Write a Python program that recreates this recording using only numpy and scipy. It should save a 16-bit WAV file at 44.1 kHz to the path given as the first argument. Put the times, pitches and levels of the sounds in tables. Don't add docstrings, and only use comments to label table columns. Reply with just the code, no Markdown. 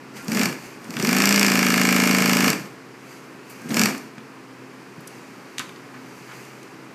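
import sys
import numpy as np
from scipy import signal
from scipy.fft import rfft, irfft, next_fast_len
from scipy.io import wavfile
from scipy.ndimage import uniform_filter1d

SR = 44100
rng = np.random.default_rng(int(sys.argv[2]) if len(sys.argv) > 2 else 0)


def gain_from_decibels(decibels):
    exponent = np.asarray(decibels, float) / 20
    return 10 ** exponent


def materialize(psi):
    bounded = np.clip(np.atleast_2d(psi).T, -1, 1)
    quanta = np.round(bounded * 32767).astype(np.int16)
    wavfile.write(sys.argv[1], SR, quanta)


N = 306054
TIME_S = np.arange(N) / SR
FEED_ANGLE = 0.525
CRUISE_SPEED = 27.05


def level_curve(tables):
    curve = 0
    for table in tables:
        s, db = np.transpose(table)
        curve = curve + gain_from_decibels(np.interp(TIME_S, s, db, left=-150, right=-150))
    return curve


def coloured(spectrum):
    hz, db = np.transpose(spectrum)
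    size = next_fast_len(N)
    grid = np.maximum(np.arange(size // 2 + 1) * SR / size, 1)
    gain = gain_from_decibels(np.interp(np.log(grid), np.log(hz), db))
    noise = irfft(rfft(rng.standard_normal(size)) * gain, size)[:N]
    return noise / np.sqrt(np.mean(noise ** 2) + 1e-20)


def drift(rate):
    knots = rng.standard_normal(int(N / SR * 100) + 2)
    return np.interp(TIME_S * rate, np.arange(len(knots)), knots)


def ring(clicks, hz, t60):
    r, w = gain_from_decibels(-60 / (t60 * SR)), 2 * np.pi * hz / SR
    return signal.lfilter([0, np.sin(w)], [1, -2 * r * np.cos(w), r * r], clicks + 1e-18)


def room(x):
    t60_s, tail_db = 0.4, -10
    t = np.arange(SR // 2) / SR
    tail = rng.standard_normal(len(t)) * gain_from_decibels(-60 * t / t60_s) * np.minimum(t / .006, 1)
    tail = signal.lfilter([.5], [1, -.45], tail)
    tail /= np.sqrt(np.sum(tail ** 2))
    return x + gain_from_decibels(tail_db) * signal.fftconvolve(x, tail)[:N]


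def radiated(x):
    return signal.sosfilt(signal.butter(6, 125, "high", fs=SR, output="sos"), x)


# (time [s], level [dB])
AIR_LEVEL = [(0, -46), (.2, -45), (2.9, -46), (4.8, -46.5), (5.3, -45.5), (7, -46)]
# (frequency [Hz], level [dB per Hz])
AIR_COLOUR = [(20, -64), (50, -41), (90, -22.5), (125, -8), (200, -3.5), (265, -6), (400, -3), (620, -13.5),
              (1020, -10), (2500, -16), (3500, -27), (4800, -24), (10000, -35), (15500, -40.5)]


def workshop_air():
    return level_curve([AIR_LEVEL]) * gain_from_decibels(2.5) * coloured(AIR_COLOUR)


# (frequency [Hz], rms level [dB])
HUM_TONES = [(129.2, -55), (263.8, -49.5), (323.0, -55), (360.7, -57)]


def hum():
    out = np.zeros(N)
    for hz, db in HUM_TONES:
        level = gain_from_decibels(db + 1.5 + 2.0 * drift(2.81))
        out += level * np.sin(2 * np.pi * hz * TIME_S + 2.0 * drift(5))
    return out


# (time of hardest push [s], level [dB], rise [s], fade [s])
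FOAM_PUSHES = [(.17, -39.5, .04, 0.18), (.65, -42, 0.19, 0.26), (.85, -58, 0.039, .1),
               (3.12, -46.5, 0.19, 0.32), (3.51, -47.5, 0.089, 0.82), (4.0, -63, .1, .2),
               (4.75, -59, 0.2, 0.89), (5.13, -53, 0.16, 1), (5.62, -46, 0.071, .1),
               (6.1, -59.5, 0.27, 0.89), (6.4, -48.5, .6, 0.57)]
# (frequency [Hz], level [dB per Hz])
FOAM_COLOUR = [(1470, -0.5), (2500, 4), (3720, -15), (4750, 0.5), (5200, -8), (6200, -3), (10300, -13),
               (12800, -10), (15500, -21)]


def foam_sliding():
    push = np.zeros(N)
    for s, db, rise, fade in FOAM_PUSHES:
        distance = np.maximum((s - TIME_S) / rise, (TIME_S - s) / fade)
        push += gain_from_decibels(db - 20 * distance)
    return radiated(push * gain_from_decibels(0.66 * drift(32)) * coloured(FOAM_COLOUR))


# (time [s], peak level [dB], frequency [Hz], t60 [s])
TABLE_KNOCKS = [(0.155, -24, 214, 0.14), (0.283, -8.5, 212, 0.23), (0.321, -16, 242, 0.23),
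                (0.35, -20, 183, 0.14), (0.998, -14, 208, .1), (1.029, -7, 363, 0.09),
                (0.893, -12, 252, 0.032), (0.961, -12, 232, 0.086), (3.656, -14.5, 240, 0.073),
                (3.705, -9, 229, 0.11), (3.742, -15, 220.5, 0.12), (3.768, -8, 231, 0.13),
                (4.177, -24, 218, 0.095), (4.978, -18, 187, 0.027), (5.593, -19, 256, 0.048),
                (5.949, -28, 260.5, 0.5)]


def knocks():
    out = np.zeros(N)
    click = np.zeros(SR // 4)
    click[0] = 1
    blow = signal.lfilter([.02], [1, -.98], click) * 0.7
    for s, db, hz, t60 in TABLE_KNOCKS:
        i = round(s * SR)
        out[i:i + len(blow)] += gain_from_decibels(db) * ring(blow, hz, t60)
    return out


# (time [s], peak level [dB], centre frequency [Hz], t60 [s])
LEVER_TICKS = [(0.167, -32, 5070, 0.073), (.226, -37, 8040, .021), (.245, -31, 7200, .021),
               (.298, -32, 6500, 0.024), (0.331, -20, 6500, .016), (.843, -33, 6060, .031),
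               (.968, -15.5, 1990, 0.027), (.989, -22, 5500, .016), (3.456, -45, 2000, .021),
               (3.498, -34.5, 9900, 0.16), (3.618, -36, 5500, .021), (3.692, -23.5, 6300, 0.02),
               (3.706, -22, 2400, 0.026), (3.979, -28, 6960, 0.018), (4.181, -26, 1730, 0.026),
               (4.182, -40, 6000, .021), (4.204, -36, 2050, 0.019)]
# (time [s], peak level [dB], centre frequency [Hz], t60 [s])
HANDLING_TICKS = [(5.006, -38, 11000, .041), (5.0733, -26, 7900, 0.013), (5.076, -26, 7500, 0.027),
                  (5.5785, -30, 2500, .016), (5.5822, -15.5, 4100, 0.02), (5.582, -20.5, 2050, 0.024),
                  (5.594, -12, 4830, 0.0076), (5.593, -24.5, 5960, 0.081), (5.598, -18.5, 1500, 0.049),
                  (5.612, -27, 1200, .14), (5.692, -36, 7500, .015), (5.693, -29, 2300, .021),
                  (5.761, -34, 3160, 0.015), (5.943, -32, 1300, 0.15), (6.289, -31.5, 1300, 0.22),
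                  (6.3126, -33, 1680, 0.17), (6.451, -37, 5500, .021), (6.63, -33, 5440, .021)]


def ticks():
    out = np.zeros(N)
    t = np.arange(SR // 8) / SR
    for s, db, hz, t60 in LEVER_TICKS + HANDLING_TICKS:
        i = round(s * SR)
        edges = [hz / 1.6, min(hz * 1.6, SR / 2.5)]
        band = signal.butter(2, edges, "band", fs=SR, output="sos")
        burst = signal.sosfilt(band, rng.standard_normal(len(t)) * gain_from_decibels(-60 * t / t60))
        out[i:i + len(t)] += gain_from_decibels(db - 2.0) * burst / np.abs(burst).max()
    return out


# (time [s], length [s], frequency [Hz], level [dB])
PEDAL_SQUEAKS = [
    (.18, .06, 1390, -42),
    (3.6, .08, 1600, -47),
]


def pedal():
    out = np.zeros(N)
    for s, length, hz, db in PEDAL_SQUEAKS:
        swell = np.sin(np.pi * np.clip((TIME_S - s) / length, 0, 1))
        out += gain_from_decibels(db) * swell * np.sin(2 * np.pi * hz * TIME_S)
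    return out


# (time [s], level below full [dB])
DRIVE_EFFORT = [
    [(0.23, -26), (0.274, -17.5), (0.3, -11), (0.36, -3), (0.434, 0), (0.47, -4.5), (0.566, -19),
     (0.622, -34), (0.67, -25)],
    [(0.81, -30), (0.9, -20), (0.96, -13.5), (1.04, -2.5), (1.2, 0.5), (2.4, 1), (2.49, 2.5), (2.57, -11),
     (2.77, -35.5)],
    [(3.61, -28), (3.68, -24), (3.714, -5), (3.73, -9), (3.776, 1), (3.854, -0.3), (3.9, -5), (3.976, -18),
     (4.09, -33)],
]


def drive_effort():
    return level_curve(DRIVE_EFFORT)


# (time [s], speed [turns per s])
SHAFT_SPEED = [(1.0478, 21.99), (1.11, 26.27), (1.19, 28.02), (1.33, 28.92), (1.44, 28.65), (1.55, 27.08),
               (1.72, 26.8), (1.95, 27.05), (2.48, 27.15)]
# (speed [turns per s], needle level [dB], feed level [dB])
CLACK_LEVELS = [(22, -18, -10), (27.34, -12, -17), (28.5, -13.5, -5.5)]


def seam_clacks():
    stitches = 39
    s, speed = np.transpose(SHAFT_SPEED)
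    t = np.arange(s[0], s[-1] + .02, 1 / SR)
    speed = np.interp(t, s, speed)
    angle = np.append(np.arange(stitches)[:, None] + [0, FEED_ANGLE], stitches)
    times = np.interp(angle, np.cumsum(speed) / SR, t)
    now = np.interp(times, t, speed)
    law_speed, needle_db, feed_db = np.transpose(CLACK_LEVELS)
    needle = np.interp(now, law_speed, needle_db)
    feed = np.interp(now, law_speed, feed_db)
    return list(zip(times, np.where(angle % 1 == 0, needle, feed)))


# (time [s], peak level [dB])
FIRST_CLACKS = [(0.2818, -22.5), (0.3177, -19.5), (0.3478, -17.5), (0.3703, -18.5), (0.3933, -13.5),
                (0.4128, -16), (0.4329, -11), (0.4558, -12.5), (0.4884, -32), (0.526, -30)]
# (time [s], peak level [dB])
STARTING_CLACKS = [(0.9058, -25), (0.9383, -29), (0.967, -24), (0.998, -20.5), (1.0255, -17.5)]
# (time [s], peak level [dB])
BRAKING_CLACKS = [(2.502, -8.5), (2.53, -17)]
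# (time [s], peak level [dB])
LAST_CLACKS = [(3.7428, -12), (3.7679, -12), (3.794, -6), (3.8145, -10), (3.835, -7.5), (3.8569, -8),
               (3.888, -23)]


def shaft():
    times, turns, levels = [], [], []
    seam = STARTING_CLACKS + seam_clacks() + BRAKING_CLACKS
    for k, burst in enumerate([FIRST_CLACKS, seam, LAST_CLACKS]):
        s, db = np.transpose(burst)
        half = np.arange(len(s))
        angle = np.where(half % 2 == 0, half // 2 - 1 + FEED_ANGLE, half // 2)
        angle = angle + 100 * k
        times += [s[0] - .055, *s, s[-1] + 0.17]
        turns += [angle[0] - .42, *angle, angle[-1] + 1.35]
        levels += [db[0] - 50, *db, db[-1] - 42]
    return np.array(times), np.array(turns), np.array(levels)


# (frequency [Hz], level [dB per Hz])
SHAKE_COLOUR = [(20, -60), (90, -44), (130, -2), (200, 3.5), (350, -1), (600, -13.5), (1200, -15),
                (1700, -19), (2500, -21.5), (3300, -51), (5000, -55)]


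def shaking(bed, tonal):
    return gain_from_decibels(-17 + 13 * (1 - tonal)) * bed * coloured(SHAKE_COLOUR)


# (frequency [Hz], level [dB per Hz])
RATTLE_COLOUR = [(2800, -34), (3300, 0), (3800, -6), (4350, 2.5), (5500, 2.5), (6600, 2.5), (7400, -1),
                 (8500, 0), (10400, -8), (12500, -0.5), (14400, -11.5), (15500, 0)]


def rattling(effort, turn):
    swell_db = 0.49 * np.cos(4 * np.pi * (turn - .09))
    level = gain_from_decibels(-24) * effort ** 0.91
    return gain_from_decibels(-5.5 + swell_db + 0.5 * drift(56)) * level * coloured(RATTLE_COLOUR)


# (frequency [Hz], level [dB per Hz])
GRIND_COLOUR = [(400, -43), (600, 9.5), (850, 7), (1300, 4), (1700, 10), (2400, -7.5), (3000, -4),
                (3500, -40)]


def grinding(arm):
    return gain_from_decibels(-17) * arm * coloured(GRIND_COLOUR)


def strike(modes, at, strength):
    out = np.zeros(N)
    contacts = at.shape[1]
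    for hz, db, t60 in modes:
        grip = rng.choice([-1, 1], contacts) * gain_from_decibels(rng.normal(0, 2.5, contacts))
        change_db = 2.2 * rng.standard_normal(at.shape)
        clicks = np.zeros(N)
        np.add.at(clicks, at, strength * grip * gain_from_decibels(db + change_db))
        out += ring(clicks, hz, t60)
    return out


# (angle [turns], delay [ms], arm level [dB], steel level [dB], looseness [ms])
TURN_CONTACTS = [(0., .4, -1.5, -1.5, .02), (0., 1.3, -6, -5, .1), (0., 2.8, -1.5, -9, .02),
                 (0., 4.2, -5, -5, .05), (.19, 0, -8, -20, .02), (.24, 0, -5, -18, .02),
                 (.31, 0, -11, -18, .03), (.36, 0, -8, -19, .02), (.42, 0, -9, -22, .02),
                 (.47, 0, -14, -19, .05), (FEED_ANGLE, .5, -4, -1.5, .08), (FEED_ANGLE, 1.6, -6, -7, .1),
                 (FEED_ANGLE, 2.8, -4, -15, .03), (.67, 0, -8, -18, .02), (.75, 0, -11, -21, .02),
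                 (.83, 0, -9, -21, .02), (.92, 0, -12, -22, .02)]
# (frequency [Hz], level [dB], t60 [s])
ARM_MODES = [(685, -26, 0.025), (775, -13.5, 0.028), (1037, -12.5, 0.021), (1300, -10.5, 0.025),
             (1530, -0.5, 0.0052), (1710, -8, 0.033), (1790, -9, 0.03), (2150, 0.5, 0.01),
             (2300, -4, 0.011), (2390, -1, 0.0087), (2784, -2, 0.0097), (3580, -13, 0.006)]
# (frequency [Hz], level [dB], t60 [s])
STEEL_MODES = [(2440, 3, 0.0076), (4430, -5.5, 0.021), (4780, -0.5, 0.011), (5200, -0.5, 0.006),
               (5660, 4.5, 0.0065), (6300, -3, 0.0049), (6950, 3, 0.0053), (7500, -0.5, 0.0061),
               (9600, -9, 0.0048), (9750, -13, 0.0021), (12200, -25, 0.0036), (12400, -1, 0.0044),
               (14100, -16, .003)]


def contacts(times, turns, levels, effort, arm):
    angle, delay_ms, arm_db, steel_db, loose_ms = np.transpose(TURN_CONTACTS)
    whole = np.unique(np.concatenate([np.floor(turns), np.floor(turns) - 1]))
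    s = np.interp(whole[:, None] + angle, turns, times)
    s = s + (delay_ms + loose_ms * rng.standard_normal(s.shape)) / 1000
    at = np.clip(np.round(s * SR).astype(int), 0, N - 1)
    running = effort[at] > 1e-6
    clack_db = np.interp(s, times, levels)
    casting = strike(ARM_MODES, at, arm[at] * gain_from_decibels(arm_db - 3.5))
    steel = strike(STEEL_MODES, at, running * gain_from_decibels(clack_db + steel_db - 8.5))
    return room(casting + steel)


# (frequency [Hz], level [dB])
TABLE_ANSWER = [(100, -24), (135, -6), (146, -15), (165, -5), (205, 3.), (243, 0.), (252, 1.), (260, -8),
                (292, -15), (335, -3), (348, -13), (400, 2.), (462, 0.), (490, -12)]


def table_db(hz):
    table_hz, db = np.transpose(TABLE_ANSWER)
    return np.interp(np.log(hz + 1), np.log(table_hz), db)


# (multiple of shaft speed, level [dB])
BED_TONES = [(1, -46), (2, -45), (3, -44), (4, -27), (5, -14), (6, -18), (7, 1), (8, -21), (9, 0), (10, -7),
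             (11, -19), (12, -10), (13, -23), (14, -18), (15, -11), (16, -18), (17, -13), (18, -26),
             (19, -20), (20, -23), (21, -23), (22, -27)]


def bed_orders(turn, speed):
    crest_turns, crest_rad, crest_spread = .783, -2.2, .012
    slip_rad, pull_s = .9, .07
    pull = uniform_filter1d(np.gradient(speed) * SR, size=3000)
    slip = np.clip(speed - CRUISE_SPEED, -1, 2) + pull_s * np.clip(pull, 0, 30)
    out = np.zeros(N)
    for k, db in BED_TONES:
        answer_db = table_db(k * speed) - table_db(k * CRUISE_SPEED)
        level = gain_from_decibels(db + 1.5 * drift(9.02) + answer_db)
        phase = 2 * np.pi * k * (turn - crest_turns) + crest_rad - crest_spread * k * k
        phase = phase + slip_rad * rng.uniform(-1.06, 1) * slip
        out += level * np.cos(phase)
    return out


def machine():
    times, turns, levels = shaft()
    effort = drive_effort()
    bed = gain_from_decibels(-18) * effort ** 0.83
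    arm = gain_from_decibels(-16) * effort ** 1.09
    turn = np.interp(TIME_S, times, turns)
    speed = np.gradient(turn) * SR
    speed = uniform_filter1d(speed * (speed < 40), size=1600)
    tonal = np.interp(speed, [16.3, 25.9], [0, 1])
    shake = shaking(bed, tonal)
    loose = rattling(effort, turn) + grinding(arm)
    metal = contacts(times, turns, levels, effort, arm)
    orders = gain_from_decibels(-5) * tonal * bed * bed_orders(turn, speed)
    return orders + shake + radiated(loose + metal)


def scene():
    background = workshop_air() + hum() + foam_sliding()
    small_events = radiated(room(knocks() + ticks()))
    return (background + small_events + pedal() + machine())[None]


def top_cut(x):
    return signal.sosfilt(signal.butter(12, 15800, fs=SR, output="sos"), x)


def record(dry):
    low_pass = signal.cheby2(14, 70, 15950, fs=SR, output="sos")
    mix = signal.sosfilt(low_pass, dry)
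    return top_cut(mix)


dry = scene()
out = record(dry)
materialize(out)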